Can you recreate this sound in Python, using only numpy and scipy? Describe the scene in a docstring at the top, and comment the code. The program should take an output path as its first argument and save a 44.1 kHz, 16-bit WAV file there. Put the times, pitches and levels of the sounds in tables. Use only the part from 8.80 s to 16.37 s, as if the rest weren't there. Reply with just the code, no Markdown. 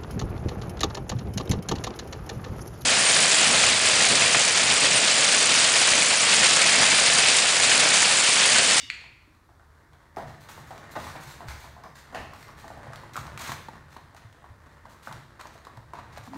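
"""A puppy trots, pounces and skids on a laminate floor in a bare, echoing room. From the start light steps
patter over the room's hush and the floor booms under its weight. A short hiss ends at 0.1 s in one sharp, close
snap. Claws tick and paws knock the boards; from 1.5 s they also skid, catching and slipping on the grain. At
3.3 s a small hard object clatters. The puppy comes closest near 4.9 s; at the very end a low moan swells."""
import sys
import numpy as np
from scipy import signal
from scipy.io import wavfile
from scipy.ndimage import uniform_filter1d

SR = 44100
rng = np.random.default_rng(int(sys.argv[2]) if len(sys.argv) > 2 else 0)


def master_out(mix):
    """Clip the mix to full scale and print it as 16-bit PCM to the path in sys.argv[1]."""
    frames = np.transpose(np.atleast_2d(mix))
    ceiling = np.clip(frames, -1, 1)
    pcm = np.round(ceiling * 32767).astype(np.int16)
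    wavfile.write(sys.argv[1], SR, pcm)


N = 333837
TIME_S = np.arange(N) / SR

# paw landings: t/s, level/dB, board f/Hz
PAW_HITS = [(0.24, -49.5, 934), (0.691, -51.5, 916), (0.796, -52, 1382), (1.135, -54, 930),
            (1.369, -30, 789), (1.384, -33, 780), (1.404, -39, 740), (1.505, -44.5, 770),
            (1.690, -41.5, 1222), (1.778, -42, 860), (1.907, -36, 792), (1.975, -48, 875),
            (2.029, -45, 1620), (2.164, -30, 679), (2.268, -34.5, 1136), (2.354, -36.5, 913),
            (2.606, -36.5, 887), (2.842, -41.5, 967), (2.966, -43, 926), (3.039, -39, 984),
            (3.326, -37.5, 720), (3.347, -32, 713), (3.3555, -31.5, 826), (3.412, -40, 715),
            (3.533, -41, 1026), (3.689, -43, 1073), (3.843, -39, 880), (3.903, -37.5, 744),
            (3.973, -38.5, 660), (4.069, -42.5, 744), (4.103, -42, 650), (4.133, -39, 1222),
            (4.235, -40, 917), (4.357, -30.5, 1323), (4.3754, -29, 1202), (4.453, -40.5, 1185),
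            (4.478, -39.5, 1082), (4.604, -39, 1030), (4.693, -31, 1065), (4.7185, -32, 1062),
            (4.8851, -34, 890), (4.955, -44.5, 1050), (5.165, -38, 1022), (5.348, -45.5, 888),
            (5.6425, -43.5, 966), (5.866, -50.5, 1100), (6.0544, -40.5, 982), (6.2727, -32, 1345),
            (6.312, -37, 1017), (6.594, -44, 1101), (6.6545, -38.5, 920), (6.755, -45.5, 686),
            (6.869, -37.5, 1077), (6.9737, -42.5, 948), (7.135, -33, 969), (7.1879, -37.5, 940),
            (7.3743, -39, 760), (7.475, -44.5, 1017), (7.534, -37, 950), (7.559, -45, 974)]
# activity of the puppy: t/s, level/dB
ACTIVITY = [(0.0, -59.5), (0.51, -63), (0.74, -64), (1.41, -57.5), (1.54, -53.5), (2.26, -47.5),
            (3.18, -56.5), (3.37, -51), (3.48, -55), (3.88, -50), (4.01, -48), (4.43, -51.5), (4.6, -45.5),
            (5.0, -55), (5.8, -56), (7.17, -56.5), (7.32, -51.5), (7.57, -54.5)]
# claw tip spectrum: f/Hz, density/dB
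CLAW_SPECTRUM = [(300, -15), (900, 10.5), (2200, 5.5), (3000, -1.5), (4100, 2), (5000, -4), (6500, -3),
                 (9400, -9), (10400, -13.5), (12000, -11.5), (16000, -17)]


def amp(db):
    """dB to gain."""
    return 10 ** (np.asarray(db) / 20)


def unit_rms(x):
    """Scale to rms 1."""
    return x / np.sqrt(np.mean(x ** 2) + 1e-20)


def unit_hit(x):
    """Scale to the energy of 4 ms at rms 1."""
    return x * np.sqrt(.004 * SR / (np.sum(x ** 2) + 1e-20))


def at_hz(points, hz):
    """Interpolate over log frequency."""
    f_hz, value = np.transpose(points)
    return np.interp(np.log(hz + 1), np.log(f_hz + 1), value)


def add(mix, start_s, sound):
    """Mix in at start_s."""
    part = mix[max(round(start_s * SR), 0):][:len(sound)]
    part += sound[:len(part)]


def shaped(x, spectrum, size=4096):
    """Minimum-phase filter of unit energy."""
    log_gain = np.log(amp(at_hz(spectrum, abs(np.fft.fftfreq(size, 1 / SR)))))
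    response = np.fft.ifft(np.exp(np.conj(signal.hilbert(log_gain)))).real[:size // 2]
    return signal.oaconvolve(x, response / np.linalg.norm(response))[:len(x)]


def grains(count, per_s, spread_db):
    """Random tiny impacts, mostly small, a few large."""
    strength = amp(spread_db * np.minimum(rng.exponential(1, count), 4))
    return strength * rng.choice([-1, 1], count) * (rng.random(count) < per_s / SR)


def in_room(x, wet_db, build_s=0.0038, size=32768):
    """Direct sound, first reflections and diffuse tail, drawn anew for each spot on the floor."""
    # room decay: f/Hz, T60/s
    decay = [(150, 1), (700, 0.484), (2400, 0.815), (4500, 0.698), (8000, 0.571), (15000, 0.592)]
    # first reflections: delay/s, level/dB
    reflections = [(.0074, -18), (0.0114, -27), (0.0165, -31.5)]
    hz, t, spectra = signal.stft(rng.standard_normal(size), SR, nperseg=256)
    tail = signal.istft(spectra * amp(-60 * t / at_hz(decay, hz)[:, None]), SR, nperseg=256)[1]
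    tail *= 1 - np.exp(-(np.arange(len(tail)) / SR / build_s) ** 2)
    response = amp(wet_db) * tail / np.linalg.norm(tail)
    response[0] += 1
    for delay_s, db in reflections:
        response[round(delay_s * rng.uniform(.8, 1.25) * SR)] += amp(db)
    return signal.fftconvolve(x, response)


def distance_db(t_s, reference_m=1.604):
    """Gain of room over direct sound as the puppy runs off and returns."""
    # path: t/s, distance to microphone/m
    path = [(1.3, 2.55), (2.2, 2.63), (3.0, 3.35), (3.9, 2.41), (4.4, 0.84), (4.9, 0.69), (5.5, 1.95),
            (7.57, 1.045)]
    return 20 * np.log10(np.interp(t_s, *np.transpose(path)) / reference_m)


def bustle(gain_db, after_paw_db, peak_s):
    """Envelope: overall activity plus a swell after each landing, in proportion to the blow."""
    busy = amp(np.interp(TIME_S, *np.transpose(ACTIVITY)) + gain_db)
    power, age = np.zeros(N), TIME_S[:SR] / peak_s
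    for t_s, db, _ in PAW_HITS:
        add(power, t_s, (amp(db) * age * np.exp(1 - age)) ** 2)
    return np.hypot(busy, amp(after_paw_db) * np.sqrt(power))


def room_hush(level_db=-59.5):
    """Steady noise of the room."""
    # hush: f/Hz, density/dB
    spectrum = [(15, -49), (25, -5), (86, 5), (156, -13), (215, -20), (305, -8.5), (469, -23), (826, -25.5),
                (945, -16.5), (1380, -16.5), (2920, -43.5), (3440, -29), (15500, -39)]
    return amp(level_db) * unit_rms(shaped(rng.standard_normal(N), spectrum))


def patter(steps_per_s=170):
    """Light steps rustle on the boards; after each landing the other feet scramble to follow."""
    # light steps: f/Hz, density/dB
    spectrum = [(120, -22.5), (220, -0.5), (310, -5), (460, -2.5), (680, -0.5), (1050, 0), (1900, -2.5),
                (2400, -14.5), (3000, -17), (4000, -17.5), (5000, -22), (9000, -26.5), (15000, -42)]
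    steps = shaped(grains(N, steps_per_s, spread_db=2.5), spectrum)
    rustle = unit_rms(in_room(steps, wet_db=3)[:N])
    return bustle(gain_db=-2, after_paw_db=-23, peak_s=0.055) * rustle


def floor_boom():
    """The puppy's weight keeps floor and room booming, more after each landing."""
    # floor and room rumble: f/Hz, density/dB
    spectrum = [(20, -31), (40, -2.5), (52, -24), (65, 1.5), (80, 0.5), (100, -3.5), (114, 5.5),
                (126, -7.5), (140, 4), (165, -5), (200, -14), (300, -16), (380, -18.5), (500, -55)]
    rumble = unit_rms(shaped(rng.standard_normal(N), spectrum, size=16384))
    return bustle(gain_db=-3, after_paw_db=-20, peak_s=0.062) * rumble


def hiss(level_db=-43, size=4410):
    """Noise with narrow resonances, fading within 0.1 s."""
    # hiss: f/Hz, density/dB
    spectrum = [(700, -28.5), (1100, -22.5), (1700, -10.5), (2150, 1), (2500, -10), (2830, 6), (3180, -8.5),
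                (3700, 2), (4150, -15), (4550, -2), (6400, -10.5), (8700, -18), (9700, -27.5), (15000, -37)]
    out = np.zeros(N)
    fade = amp(np.interp(TIME_S[:size], [0, .045, .06, .1], [1, -2.5, -9, -24]))
    noise = unit_rms(shaped(rng.standard_normal(size), spectrum))
    add(out, 0, amp(level_db) * in_room(fade * noise, wet_db=-1))
    return out


def thuds(decay_cycles=1.32, size=6000):
    """The floor gives under a soft, heavy blow and swings for a few cycles."""
    # body landings and dull bumps: t/s, level/dB, f/Hz
    bumps = [(0.032, -47, 267.8), (0.476, -52.5, 286), (1.372, -35.5, 384), (1.797, -41.5, 135.5),
             (2.166, -37, 304), (2.476, -41, 137), (2.654, -34.5, 124.8), (2.686, -29, 70.5),
             (3.397, -38, 66), (3.975, -43.5, 109), (4.081, -37, 133.3), (4.385, -36, 138.7),
             (4.631, -45, 260), (4.692, -33.5, 127.7), (5.447, -39.5, 106.7), (5.704, -38, 94.4),
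             (6.36, -45.5, 140), (6.748, -44, 127), (6.971, -36.5, 117), (7.219, -46.5, 124.6),
             (7.391, -39, 107.4)]
    out, t = np.zeros(N), TIME_S[:size]
    for t_s, db, hz in bumps:
        swing = np.sin(2 * np.pi * hz * t) * (hz * t) ** .5 * np.exp(-hz * t / decay_cycles)
        add(out, t_s, amp(db) * in_room(unit_hit(swing), wet_db=-6))
    return out


def snap(start_s=.1007, level_db=-23.5, ring_s=0.0004376, crackle_s=0.00203, size=1024):
    """A small cavity swells for two cycles and dies; a fine crackle follows."""
    # cavity modes: f/Hz, level/dB
    modes = [(1350, -14.5), (2050, -4.5), (2450, -0.5), (3350, -10.5), (4330, -5.5), (6800, -20)]
    # crackle: f/Hz, density/dB
    spectrum = [(600, -5.5), (2000, -17.5), (5500, 4), (8000, 9.5), (10000, -8), (11200, -4.5),
                (15000, -25.5)]
    out, t = np.zeros(N), TIME_S[:size]
    swell = (t / ring_s) ** 2 * np.exp(-t / ring_s)
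    ring = sum(amp(db) * np.cos(2 * np.pi * hz * (t - 2 * ring_s)) for hz, db in modes)
    cavity = unit_hit(swell * ring)
    crackle = unit_hit(shaped(rng.standard_normal(size) * t * np.exp(-t / crackle_s), spectrum))
    add(out, start_s, amp(level_db) * in_room(cavity + amp(-21) * crackle, wet_db=-3, build_s=0.0026))
    add(out, start_s + 0.0065, amp(level_db - 14) * cavity)  # floor reflection
    return out


def claw_in_room(x, t_s, wet_db, gain_db=-1):
    """Claw sound at the puppy's distance: farther means less direct sound, more room."""
    far_db = 0.68 * distance_db(t_s)
    return amp(gain_db - .5 * far_db) * in_room(x, wet_db + far_db)


def claw_ticks(chatter_s=.0011, lead_s=.0015, lead_db=-21, neighbour_db=-8, size=1024):
    """A claw tip ticks and chatters; its neighbour lands 2-5 ms later."""
    # hard claw strikes: t/s, level/dB
    strikes = [(0.549, -60), (1.132, -57), (1.3619, -47), (1.687, -45.5), (1.978, -42.5), (2.684, -34.5),
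               (3.036, -45), (3.535, -43.5), (3.627, -44), (3.681, -45.5), (3.879, -43), (4.1334, -41.5),
               (4.158, -41), (4.365, -34), (4.4668, -44), (4.5752, -36.5), (4.718, -36), (5.1268, -50.5),
               (5.168, -48.5), (5.3461, -53), (5.5265, -53.5), (5.866, -58.5), (6.053, -63), (6.325, -42),
               (6.600, -50.5), (6.611, -41), (6.670, -47), (6.778, -51), (6.785, -52), (6.850, -47.5),
               (6.971, -54), (7.3729, -47), (7.3797, -45.5)]
    before_pads = [(t_s - lead_s, db + lead_db) for t_s, db, _ in PAW_HITS]
    out, t = np.zeros(N), TIME_S[:size]
    for t_s, db in strikes + before_pads:
        tip, neighbour = rng.choice([-1, 1], (2, size)) * np.exp(-t / chatter_s)
        add(tip, rng.uniform(.002, .005), amp(neighbour_db) * neighbour)
        tick = unit_hit(shaped(tip, CLAW_SPECTRUM))
        add(out, t_s + .001, amp(db) * claw_in_room(tick, t_s, wet_db=-1.5))
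    return out


def board_spectrum(hz, peak_db, half_width_oct=0.666):
    """Floor spectrum with one board's resonance standing out."""
    # floor: f/Hz, density/dB
    spectrum = [(100, -25), (200, -0.5), (300, -2.5), (450, -7.5), (680, -1.5), (1100, -6.5), (1900, -11),
                (2400, -24.5), (3000, -21), (4200, -24), (8000, -30.5), (16000, -36.5)]
    f_hz = np.geomspace(100, 16000, 60)
    resonance_db = peak_db / (1 + (np.log2(f_hz / hz) / half_width_oct) ** 2)
    return np.transpose([f_hz, at_hz(spectrum, f_hz) + resonance_db])


def board_knock(hz, rise_s=0.00078, ring_s=0.00187, rattle_s=0.0041, rattle_db=-4, size=2048):
    """One damped board resonance plus a short rattle of the modes around it."""
    t = TIME_S[:size]
    rise = 1 - np.exp(-t / rise_s)
    ring = np.sin(2 * np.pi * hz * t) * np.exp(-t / ring_s) * rise
    burst = rng.standard_normal(size) * np.exp(-t / rattle_s) * rise
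    rattle = shaped(burst, board_spectrum(hz, peak_db=6))
    return unit_hit(unit_hit(ring) + amp(rattle_db) * unit_hit(rattle))


def underfloor_hum(board_hz, falloff_db_per_oct=14, size=14000):
    """The hollow under the floor hums on; modes near the struck board's pitch answer most."""
    # modes of the hollow: f/Hz, level/dB, T60/s
    modes = [(660.2, 6.5, 0.236), (730, -1.5, 0.2), (1153, -3.5, 0.34), (1536, -10, 0.19)]
    hum, t = np.zeros(size), TIME_S[:size]
    for hz, db, t60_s in modes:
        ring = amp(-60 * t / t60_s) * np.sin(2 * np.pi * (hz * t + rng.random()))
        hum += amp(db - falloff_db_per_oct * abs(np.log2(hz / board_hz))) * unit_hit(ring)
    return hum


def paws(hum_db=-14, shake_db=-6, shake_s=0.0182, size=4096):
    """Each paw knocks its board; the blow spreads through the loose floor into the room."""
    out, t = np.zeros(N), TIME_S[:size]
    for t_s, db, hz in PAW_HITS:
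        far_db = distance_db(t_s)
        burst = rng.standard_normal(size) * (t / shake_s) ** .5 * np.exp(-t / shake_s)
        shake = unit_hit(shaped(burst, board_spectrum(hz, peak_db=10)))
        hit = amp(hum_db + far_db) * underfloor_hum(hz)
        add(hit, 0, amp(shake_db + far_db) * shake)
        add(hit, 0, amp(-0.37 * max(far_db, 0)) * board_knock(hz))  # far steps knock less sharply
        add(out, t_s, amp(db) * in_room(hit, wet_db=-5 + .5 * far_db))
    return out


def skids(light_db=-54, light_slips_per_s=5000, catch_db=2.04, pivot_hz=5000):
    """Claws and pads drag over embossed wood grain: dense tiny slips that catch and let go."""
    # skids: t/s, length/s, level/dB, tilt/(dB/oct)
    drags = [(1.467, 0.036, -53.5, 0), (1.596, 0.0563, -58, 3), (1.682, 0.0464, -50.5, 3),
             (1.75, 0.08, -59.5, 1.5), (1.857, 0.094, -59.5, 2.5), (2.107, .028, -52, 4.5),
             (2.151, 0.0237, -36, -5), (2.17, 0.1543, -49.5, 1.5), (2.355, 0.0145, -42.5, -4),
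             (2.402, 0.0464, -50.5, 2.5), (2.46, 0.076, -50.5, 2), (2.666, 0.0636, -48.5, 1.5),
             (2.772, 0.0893, -55, 2), (3.147, 0.0514, -52.5, 1.5), (3.342, 0.0189, -42.5, -2.5),
             (3.397, 0.0266, -56, 0.5), (3.53, 0.107, -60.5, 3), (3.765, 0.072, -55, 2),
             (4.124, 0.0293, -55, -1.5), (4.332, 0.0224, -48.5, 1.5), (4.355, 0.068, -48.5, 0.5),
             (4.581, 0.0765, -44, 2), (4.621, 0.1364, -42.5, 0.7), (5.09, 0.076, -62, 1.5),
             (5.362, 0.0224, -53.5, 0), (5.892, 0.058, -69.5, 1), (6.087, 0.068, -61, 2.5),
             (6.22, 0.07, -54.5, 2), (6.324, 0.0131, -46, -1), (6.592, 0.0296, -46.5, -2.5),
             (6.728, 0.031, -59.5, 1), (6.842, 0.0217, -57, -2), (7.136, 0.079, -49.5, -4),
             (7.319, 0.0427, -56, -0.5), (7.359, 0.0253, -48, -2), (7.427, 0.0678, -57.5, 2),
             (7.527, 0.061, -55, -1.5)]
    out = np.zeros(N)
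    for t_s, length_s, db, db_per_oct in drags:
        count = int(length_s * SR)
        force = amp(db - light_db)  # harder push: more slips, more alike in size
        slips = grains(count, light_slips_per_s * force, spread_db=3 / np.sqrt(max(force, 1)))
        drift = unit_rms(uniform_filter1d(rng.standard_normal(count), 300, mode="wrap"))
        spectrum = [(hz, tone_db + db_per_oct * np.log2(hz / pivot_hz)) for hz, tone_db in CLAW_SPECTRUM]
        scrape = unit_rms(shaped(amp(catch_db * drift) * slips, spectrum))
        fade = unit_rms(signal.windows.tukey(count, 0.376))
        add(out, t_s, amp(db) * claw_in_room(scrape * fade, t_s, wet_db=0))
    return out


def clatter(contact_s=0.0039, size=1500):
    """A small hard object, such as a toy, rasps and knocks on the boards across the room."""
    # bounces: t/s, level/dB
    bounces = [(3.347, -38.5), (3.359, -48), (3.372, -53), (3.408, -60), (3.432, -60)]
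    # contact: f/Hz, density/dB
    spectrum = [(800, -22.5), (1700, -1.5), (2400, -2), (2850, -1.5), (3300, -8), (4500, -14.5),
                (8000, -23), (15000, -41.5)]
    out, t = np.zeros(N), TIME_S[:size]
    for t_s, db in bounces:
        burst = rng.standard_normal(size) * np.exp(-t / contact_s)
        add(out, t_s, amp(db) * in_room(unit_hit(shaped(burst, spectrum)), wet_db=5))
    return out


def moan(start_s=7.465, gain_db=-54, roughness=0.122, suboctave_db=-6):
    """A low, unsteady tone swells and rises a little, over a weaker one an octave below."""
    out, t = np.zeros(N), TIME_S[TIME_S > start_s]
    waver = roughness * unit_rms(uniform_filter1d(rng.standard_normal(len(t)), 200))
    pitch_hz = np.interp(t, [7.47, 7.57], [255, 284]) * (1 + waver)
    phase = 2 * np.pi * np.cumsum(pitch_hz) / SR
    tone = unit_rms(np.sin(phase) + amp(suboctave_db) * np.sin(phase / 2))
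    swell = amp(np.interp(t, [7.465, 7.48, 7.52, 7.56], [-20.5, 10.0, 5.5, 12.0]))
    add(out, start_s, amp(gain_db) * in_room(swell * tone, wet_db=-3))
    return out


def scene():
    """All sources at one microphone."""
    floor = paws() + claw_ticks() + skids() + thuds() + clatter() + patter() + floor_boom()
    return (floor + hiss() + snap() + moan() + room_hush())[None]


def record(dry):
    """Low-pass at 15.78 kHz."""
    lowpass = signal.firwin(511, 15780, window=("kaiser", 9), fs=SR)
    return signal.oaconvolve(dry, lowpass[None], "same")


dry = scene()
out = record(dry)
master_out(out)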